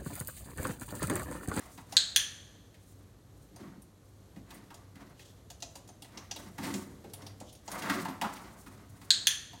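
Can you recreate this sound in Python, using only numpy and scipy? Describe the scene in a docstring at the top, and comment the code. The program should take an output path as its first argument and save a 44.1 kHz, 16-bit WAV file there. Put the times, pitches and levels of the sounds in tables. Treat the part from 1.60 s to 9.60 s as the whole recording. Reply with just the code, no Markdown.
"""Training clicker and crated puppy

A hand-held clicker is pressed and let go twice in a small hard room: one impulse per snap rings the tongue.
Paws and claws push the plastic tray of a crate with noise bursts; slides, cloth and brushing are gated slips.
Collar tag and wire ping as decaying sines, finger taps ring a steel bowl; hum and shaped noise lie below."""
import sys
import numpy as np
from scipy import signal
from scipy.fft import rfft, irfft
from scipy.io import wavfile
from scipy.ndimage import uniform_filter1d

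SR = 44100
rng = np.random.default_rng(int(sys.argv[2]) if len(sys.argv) > 2 else 0)


def generate_wav(sig):
    """Save sig (samples, or channels by samples) to the path in sys.argv[1] as 16-bit PCM at SR."""
    pcm = np.round(np.clip(np.atleast_2d(sig).T, -1, 1) * 32767).astype(np.int16)
    wavfile.write(sys.argv[1], SR, pcm)


N = 352800  # 8 s

# Background noise spectrum: f/Hz, relative density/dB
AIR_SPECTRUM = [(15, -51), (25, -19), (108, -1.5), (153, -7), (373, -16.5), (439, -14.5), (887, -25),
                (1130, -25.5), (2550, -35), (4250, -31.5), (5000, -36.5), (6380, -33), (10400, -38.5),
                (11600, -34), (16000, -50)]
# Reverberation time: f/Hz, T60/s
ROOM_T60 = [(250, 0.79), (1000, 0.5), (2000, 0.41), (4000, 0.29), (8000, 0.32), (14000, 0.14)]
# Reflections off nearby floor and walls: delay/ms, level/dB
ECHOES = [(2.3, -11), (3.6, -6), (6.8, -13), (11.2, -7), (16, -16.5)]

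# Body modes, all: f/Hz, width/Hz, relative level/dB
# clicker tongue buckling in, then springing back
PRESS_MODES = [(1580, 210, -12.5), (3200, 310, -4.5), (3660, 490, 0.5), (4220, 390, 4.5), (5000, 500, -28),
               (6243, 400, -13), (6840, 830, -7), (8080, 480, -8), (9550, 600, -26), (11800, 420, -28.5),
               (12570, 910, -26.5), (16400, 700, -29)]
RELEASE_MODES = [(1714, 210, -8.5), (2430, 680, -15), (3270, 355, 3), (3493, 720, -3), (4160, 450, -5.5),
                 (6040, 365, -2), (6670, 700, -8), (7410, 210, -13.5), (7840, 440, -27.5),
                 (9250, 260, -6.5), (10970, 320, -14.5), (12580, 98, -6), (14700, 1100, -20),
                 (16100, 500, -29)]
# tray: low boom, higher drumming
TRAY_BOOM_MODES = [(191, 50, 2), (229.2, 30, 0), (273, 21, 1), (377.8, 49, -8)]
TRAY_DRUM_MODES = [(560, 390, -6), (744, 57, 0), (897, 33, -3), (1110, 120, 0), (1240, 190, -4.5),
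                   (1544, 200, -6), (1984, 230, -8.5)]
# claws on the tray
CLAW_MODES = [(2013, 450, 2.5), (2970, 330, 3), (3770, 2900, -1.5)]
# collar metal
COLLAR_MODES = [(9340, 540, -1), (12510, 670, -6), (11100, 6400, -9.5)]
# cloth and fur weave
CLOTH_MODES = [(6640, 3000, -4), (9560, 1300, 0.5), (13390, 3800, -7.5)]
# metal brushed by fingers and fur
BRUSHED_MODES = [(3250, 560, 6), (6300, 2600, 0.5)]
# steel food bowl
BOWL_MODES = [(4940, 25, 2), (6350, 25, -0.5), (7650, 30, -6), (8800, 30, 1)]

# Paws sliding on the tray: t/s at full strength, hold/s, boom level/dB, brightness/dB
SLIDES = [(0.0, 0.03, -60.5, 5), (0.344, 0.021, -59.5, 6.5), (1.399, 0.16, -69.5, -6.5),
          (2.015, 0.025, -46.5, -11), (2.909, 0.047, -53, -3.5), (3.134, 0.09, -62.5, -3),
          (3.4, 0.037, -55, -5), (3.7, 0.094, -70, -6), (4.274, 0.095, -63.5, -10.5),
          (4.54, 0.036, -55.5, 1), (4.794, 0.034, -52, -3.5), (5.037, 0.065, -38.5, -5),
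          (5.607, 0.031, -67.5, 8), (6.13, 0.27, -45.5, 1.5), (6.26, .02, -49, 6),
          (6.308, 0.022, -40.5, -0.5), (6.544, .03, -60, -11), (6.66, 0.018, -46, -0.5),
          (6.763, 0.13, -58, 2.5), (7.125, 0.08, -60, -1), (7.37, 0.26, -63, 1.5)]
# Cloth and fur rustles: t/s at full strength, hold/s, level/dB
RUSTLES = [(0.0, 0.15, -62), (0.295, 0.15, -64), (1.23, .1, -67), (1.797, 0.047, -73.5),
           (2.45, 0.092, -76.5), (2.916, 0.035, -71), (3.593, 0.061, -72), (4.11, .04, -72),
           (4.45, 0.038, -70), (4.8, 0.02, -60.5), (5.058, 0.022, -44.5), (5.63, 0.12, -73),
           (6.132, 0.013, -50), (6.347, 0.07, -55), (6.75, 0.08, -62), (6.989, .05, -57.5),
           (7.3, 0.19, -67.5)]
# Brushing along metal: t/s at full strength, hold/s, level/dB
BRUSHES = [(3.605, 0.047, -62), (5.87, 0.034, -59.5)]
# Thin pings of collar tag and crate wire: t/s, f/Hz, nominal level/dB, T60/s
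PINGS = [(3.903, 9340, -62, 0.079), (4.156, 9580, -51, 0.087), (4.156, 12600, -55, 0.12),
         (4.288, 9060, -47, 0.04), (4.289, 6280, -42, 0.038), (5.04, 8550, -39, 0.19),
         (5.535, 10000, -53, 0.16), (5.664, 4750, -61, 0.26), (6.491, 11850, -57, 0.29)]
# Finger taps on the bowl: t/s, peak level/dB before the paw gains
BOWL_TAPS = [(1.9604, -47.5), (2.455, -60)]
# Bright claw and finger ticks: t/s, claw level/dB, claw f/Hz, knock level/dB, collar level/dB
TICKS = [(0.3225, -34, 6400, -35.5, -38.5), (1.9604, -48, 6360, -42.5, -49.5),
         (2.2187, -60.5, 6210, -71.5, -48.5), (2.942, -62, 6500, -70, -46), (3.141, -44.5, 6970, -45, -48),
         (3.495, -60, 6040, -70, -60), (3.901, -38, 6600, -43.5, -44), (4.002, -49.5, 6240, -75, -53),
         (4.0227, -29.5, 6600, -36, -45), (4.154, -37, 6940, -39.5, -47), (4.275, -49.5, 6900, -64, -52),
         (4.288, -48, 6600, -40.5, -61), (4.4206, -41, 3050, -45.5, -43.5), (4.573, -34.5, 6200, -44, -53),
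         (4.7108, -28.5, 6360, -37.5, -45), (4.7605, -34.5, 3870, -37, -55), (5.1392, -31, 7300, -41, -39),
         (5.497, -54, 6250, -69, -58), (5.619, -46.5, 6050, -63.5, -53), (5.5339, -38, 3230, -42, -37),
         (5.6644, -38.5, 5500, -44, -48), (5.8007, -42.5, 6900, -60, -48), (5.9264, -51, 6200, -79, -47),
         (5.95, -50, 6500, -59, -51), (6.0774, -35, 6730, -31.5, -52), (6.1152, -37.5, 6400, -48, -34)]
# Time constants of a tick: rise/ms, claw decay/ms, tray decay/ms
TICK_MS = (1.8, 5.07, 8.2)
# Duller paw falls loading the tray: t/s, claw level/dB, thud level/dB, knock level/dB, knock f/Hz
PAWFALLS = [(0.175, -44.5, -43, -43, 920), (1.1413, -53.5, -58, -61, 350), (2.032, -59, -50, -54, 490),
            (2.7603, -53.5, -39, -47.5, 355), (2.9046, -43.5, -48, -51, 780),
            (2.9491, -55, -43.5, -50, 380), (3.1033, -50, -63.5, -46, 920), (3.3541, -52, -44, -51, 1156),
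            (3.457, -77, -47, -63, 356), (3.5926, -48, -62, -50, 413), (4.4446, -48, -65, -52, 590),
            (4.9805, -37.5, -35, -36, 895), (5.0306, -36.5, -34.5, -37, 345), (5.137, -45, -25, -38, 353),
            (5.44, -53.5, -40.5, -38.5, 370), (5.6192, -52, -41, -44, 460), (5.808, -59, -39, -39, 530),
            (6.2202, -34.5, -48, -62, 590), (6.2583, -44, -34.5, -31.5, 1140),
            (6.2965, -27, -25, -23, 1180), (6.4497, -38, -41.5, -30, 779), (6.4827, -40, -32, -38, 900),
            (6.6127, -28, -30.5, -24, 820), (6.6393, -53, -33, -26.5, 930),
            (7.061, -49.5, -41, -43.5, 1043), (7.414, -49, -50, -49.5, 1010), (7.929, -49, -46, -46.5, 689)]
# Time constants of a paw fall: rise/ms, claw decay/ms, tray decay/ms
PAW_MS = (1.7, 7, 16.3)
# Clicker snaps, press and release in turn: t/s, direct peak level/dB, pitch factor set by the grip
SNAPS = [(0.3680, -3.5, 1), (0.5613, -6, 1.005), (7.5054, -3.5, 1.013), (7.6704, -6, 1.017)]

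AIR_DB, AIR_SWELL_DB = -58, 1.1
HUM_HZ, HUM_WANDER_HZ, HUM_DB, HUM_WAVER_DB = 98, 1.5, -62.5, 3
DEEP_HZ, DEEP_DB = 56.7, -64  # low room mode
MID_HZ, MID_DB = 289.7, -69.5  # higher room mode

DRUM_DB, SCRAPE_DB = -1, -7  # re boom, before brightness
SLIDE_RISE_DB_S, SLIDE_FALL_DB_S = 260, 89.5
RUSTLE_RISE_DB_S, RUSTLE_FALL_DB_S = 260, 95
BRUSH_RISE_DB_S = 400

TICK_KNOCK_HZ, TICK_THUD_DB = 597, -7.5  # thud re knock
PAW_CLAW_HZ, PAW_COLLAR_DB = 1800, -20.5  # collar re claw
PAW_DRY_DB, PAW_ROOM_DB = -7.5, -8.5  # paws past the room, paws into the room

ROOM_DB, ROOM_BUILD_MS = -1, 1.6  # tail energy, build-up
NEAR_DB, NEAR_MS = -4, 4  # scatter off hand, crate and floor
HALL_DB, HALL_STRETCH = -17.5, 3.4  # slower tail of the adjoining space, re room tail
LOW_CUT_HZ, TOP_HZ = 42, 16000


def undb(db):
    """Amplitude factor of a level in dB."""
    return 10 ** (np.asarray(db) / 20)


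def unit(x):
    """Scale to rms 1."""
    return x / np.sqrt(np.mean(x ** 2))


def walk(rate_hz):
    """Random levels held 1 / rate_hz, smoothed twice; spread near 1."""
    hold = int(SR / rate_hz)
    steps = np.repeat(rng.standard_normal(N // hold + 1), hold)
    return 1.5 * uniform_filter1d(uniform_filter1d(steps, hold), hold)[:N]


def body(modes):
    """Impulse response of damped modes, energy 1; neighbours swing in opposite sense."""
    t = np.arange(SR // 10) / SR
    h = np.zeros(len(t))
    for k, (hz, width_hz, db) in enumerate(modes):
        decay = np.exp(-np.pi * width_hz * t)
        h += (-1) ** k * undb(db) * width_hz / hz * decay * np.sin(2 * np.pi * hz * t)
    h = np.diff(h, prepend=0)  # small bodies radiate by their motion: little below the modes
    return h / np.sqrt(np.sum(h ** 2))


def ring(force, modes):
    """Drive a body with a force."""
    return signal.fftconvolve(force, body(modes))[:N]


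def grains(scatter_db, rate_hz):
    """Noise broken into little slips of uneven size."""
    return unit(rng.standard_normal(N) * undb(scatter_db * walk(rate_hz)))


def swell(s, hold_s, db, rise_db_s, fall_db_s):
    """Strength of overlapping strokes: each rises, holds and dies away; their powers add."""
    t = np.arange(0, N, 64) / SR
    late = t[:, None] - s
    down_db = rise_db_s * np.maximum(-late, 0) + fall_db_s * np.maximum(late - hold_s, 0)
    strength = np.sqrt(np.sum(undb(db - down_db) ** 2, axis=1))
    return np.interp(np.arange(N) / SR, t, strength)


def push(rise_ms, fall_ms):
    """Force envelope of one contact: exponential rise and decay."""
    ms = np.arange(SR // 6) / SR * 1000
    return (1 - np.exp(-ms / rise_ms)) * np.exp(-ms / fall_ms)


def air():
    """Gently swelling shaped noise, two noise-driven room modes and a wavering mains hum."""
    hz = np.maximum(np.arange(N // 2 + 1) * SR / N, 1)
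    table_hz, table_db = np.array(AIR_SPECTRUM).T
    shape = undb(np.interp(np.log(hz), np.log(table_hz), table_db))
    noise = unit(irfft(rfft(rng.standard_normal(N)) * shape, N))
    rumble = noise * undb(AIR_DB + AIR_SWELL_DB * walk(5.3))
    hum_phase = 2 * np.pi * np.cumsum(HUM_HZ + HUM_WANDER_HZ * walk(1.8)) / SR
    hum = np.sqrt(2) * np.sin(hum_phase) * undb(HUM_DB + HUM_WAVER_DB * walk(5.4))
    deep = ring(rng.standard_normal(N), [(DEEP_HZ, 15, 0)]) * undb(DEEP_DB)
    mid = ring(rng.standard_normal(N), [(MID_HZ, 30, 0)]) * undb(MID_DB)
    return rumble + deep + mid + hum


def scuffle():
    """Sliding paws, cloth and brushing: uneven slips drive tray, claws, weave and metal."""
    s, hold_s, boom_db, bright_db = np.array(SLIDES).T

    def slide(db):
        return swell(s, hold_s, db, SLIDE_RISE_DB_S, SLIDE_FALL_DB_S)

    rustle = swell(*np.array(RUSTLES).T, RUSTLE_RISE_DB_S, RUSTLE_FALL_DB_S)
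    brush = swell(*np.array(BRUSHES).T, BRUSH_RISE_DB_S, RUSTLE_FALL_DB_S)
    out = ring(slide(boom_db) * grains(2.5, 30), TRAY_BOOM_MODES)
    out += ring(slide(boom_db + DRUM_DB + bright_db) * grains(2.5, 60), TRAY_DRUM_MODES)
    out += ring(slide(boom_db + SCRAPE_DB + bright_db) * grains(3, 80), CLAW_MODES)
    out += ring(rustle * grains(3.5, 90), CLOTH_MODES)
    out += ring(brush * grains(2, 90), BRUSHED_MODES)
    return out


def pings():
    """Single lightly damped modes, each struck once."""
    out, t = np.zeros(N), np.arange(SR // 2) / SR
    for s, hz, db, t60_s in PINGS:
        envelope = np.exp(-np.log(1000) * t / t60_s) * (1 - np.exp(-t / 0.0011))
        i = int(s * SR)
        out[i:i + len(t)] += undb(db) * envelope * np.sin(2 * np.pi * hz * t)
    return out * undb(1.6 * walk(150))  # loose metal keeps touching its neighbours: flutter


def bowl():
    """Impulsive finger taps ring the steel bowl."""
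    taps, peak = np.zeros(N), np.max(np.abs(body(BOWL_MODES)))
    for s, db in BOWL_TAPS:
        taps[int(s * SR)] = undb(db) / peak
    return ring(taps, BOWL_MODES)


def contacts():
    """A rough push ticks a claw and shakes the collar; the loose tray thuds and rattles on for longer."""
    out = np.zeros(N + SR)
    boom, collar = body(TRAY_BOOM_MODES), body(COLLAR_MODES)
    rows = []
    for s, claw_db, claw_hz, knock_db, collar_db in TICKS:
        thud_db = knock_db + TICK_THUD_DB
        rows.append((s, claw_db, claw_hz, thud_db, knock_db, TICK_KNOCK_HZ, collar_db, *TICK_MS))
    for s, claw_db, thud_db, knock_db, knock_hz in PAWFALLS:
        collar_db = claw_db + PAW_COLLAR_DB
        rows.append((s, claw_db, PAW_CLAW_HZ, thud_db, knock_db, knock_hz, collar_db, *PAW_MS))
    for s, claw_db, claw_hz, thud_db, knock_db, knock_hz, collar_db, rise_ms, tick_ms, tray_ms in rows:
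        rattle = push(2.9 * rise_ms, tray_ms)
        drag = undb(-16) * push(12.0, 3 * tray_ms)  # faint scrape as the contact drags on
        tick = push(rise_ms, tick_ms) + drag
        knock = body([(knock_hz, 0.44 * knock_hz, 0), (1.304 * knock_hz, 0.87 * knock_hz, -4)])
        claw = body([(claw_hz, 0.21 * claw_hz, 0), (3000, 4000, -7)])
        gains = undb([[thud_db], [knock_db], [claw_db], [collar_db]])
        force = np.array([rattle, rattle, tick, tick]) * gains
        force = force * rng.standard_normal(force.shape)
        bodies = np.array([boom, knock, claw, collar])
        sound = signal.fftconvolve(force, bodies, axes=1).sum(axis=0)
        i = int(s * SR)
        out[i:i + len(sound)] += sound
    return out[:N]


def clicker():
    """Each snap is one sharp force on the tongue; press and release ring different modes."""
    out = np.zeros(N)
    for k, (s, db, pitch) in enumerate(SNAPS):
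        modes = (PRESS_MODES, RELEASE_MODES)[k % 2]
        h = body([(hz * pitch, width_hz, mode_db) for hz, width_hz, mode_db in modes])
        i = int(s * SR)
        out[i:i + len(h)] += undb(db) * h / np.max(np.abs(h))
    return out


def room(x):
    """Direct sound, close scatter, distinct echoes and a dense tail with frequency-dependent decay."""
    t = np.arange(SR) / SR
    tail = np.zeros(len(t))
    edges_hz = 125 * 2 ** np.arange(0, 7.6, .5)  # half octaves
    table_hz, table_s = np.array(ROOM_T60).T
    for lo, hi in zip(edges_hz[:-1], edges_hz[1:]):
        t60_s = np.interp(np.log(lo * hi) / 2, np.log(table_hz), table_s)
        sos = signal.butter(2, [lo, min(hi, 20000)], "bandpass", fs=SR, output="sos")
        band = signal.sosfilt(sos, rng.standard_normal(len(t)))
        decay = np.exp(-np.log(1000) * t / t60_s)
        hall = undb(HALL_DB) * np.exp(-np.log(1000) * t / (HALL_STRETCH * t60_s))
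        tail += band * (decay + hall)
    tail *= 1 - np.exp(-t * 1000 / ROOM_BUILD_MS)
    near = rng.standard_normal(len(t)) * np.exp(-t * 1000 / NEAR_MS) * (t > .001)
    h = tail * undb(ROOM_DB) / np.sqrt(np.sum(tail ** 2))
    h += near * undb(NEAR_DB) / np.sqrt(np.sum(near ** 2))
    h[0] = 1  # direct sound
    for ms, db in ECHOES:
        h[int(ms * SR / 1000)] += undb(db)
    return signal.fftconvolve(x, h)[:N]


def scene():
    """Clicker and, more weakly, paws and metal go through the room; part of the latter stays dry."""
    paws = contacts() + pings() + bowl()
    wet = room(clicker() + undb(PAW_ROOM_DB) * paws)
    return (air() + scuffle() + undb(PAW_DRY_DB) * paws + wet)[None]


def record(dry):
    """High-pass the deepest bass, then cut the top steeply."""
    high_pass = signal.butter(3, LOW_CUT_HZ, "highpass", fs=SR, output="sos")
    low_pass = signal.ellip(8, .2, 70, TOP_HZ, fs=SR, output="sos")  # 0.2 dB ripple, 70 dB stop
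    return signal.sosfilt(low_pass, signal.sosfilt(high_pass, dry))


dry = scene()
out = record(dry)
generate_wav(out)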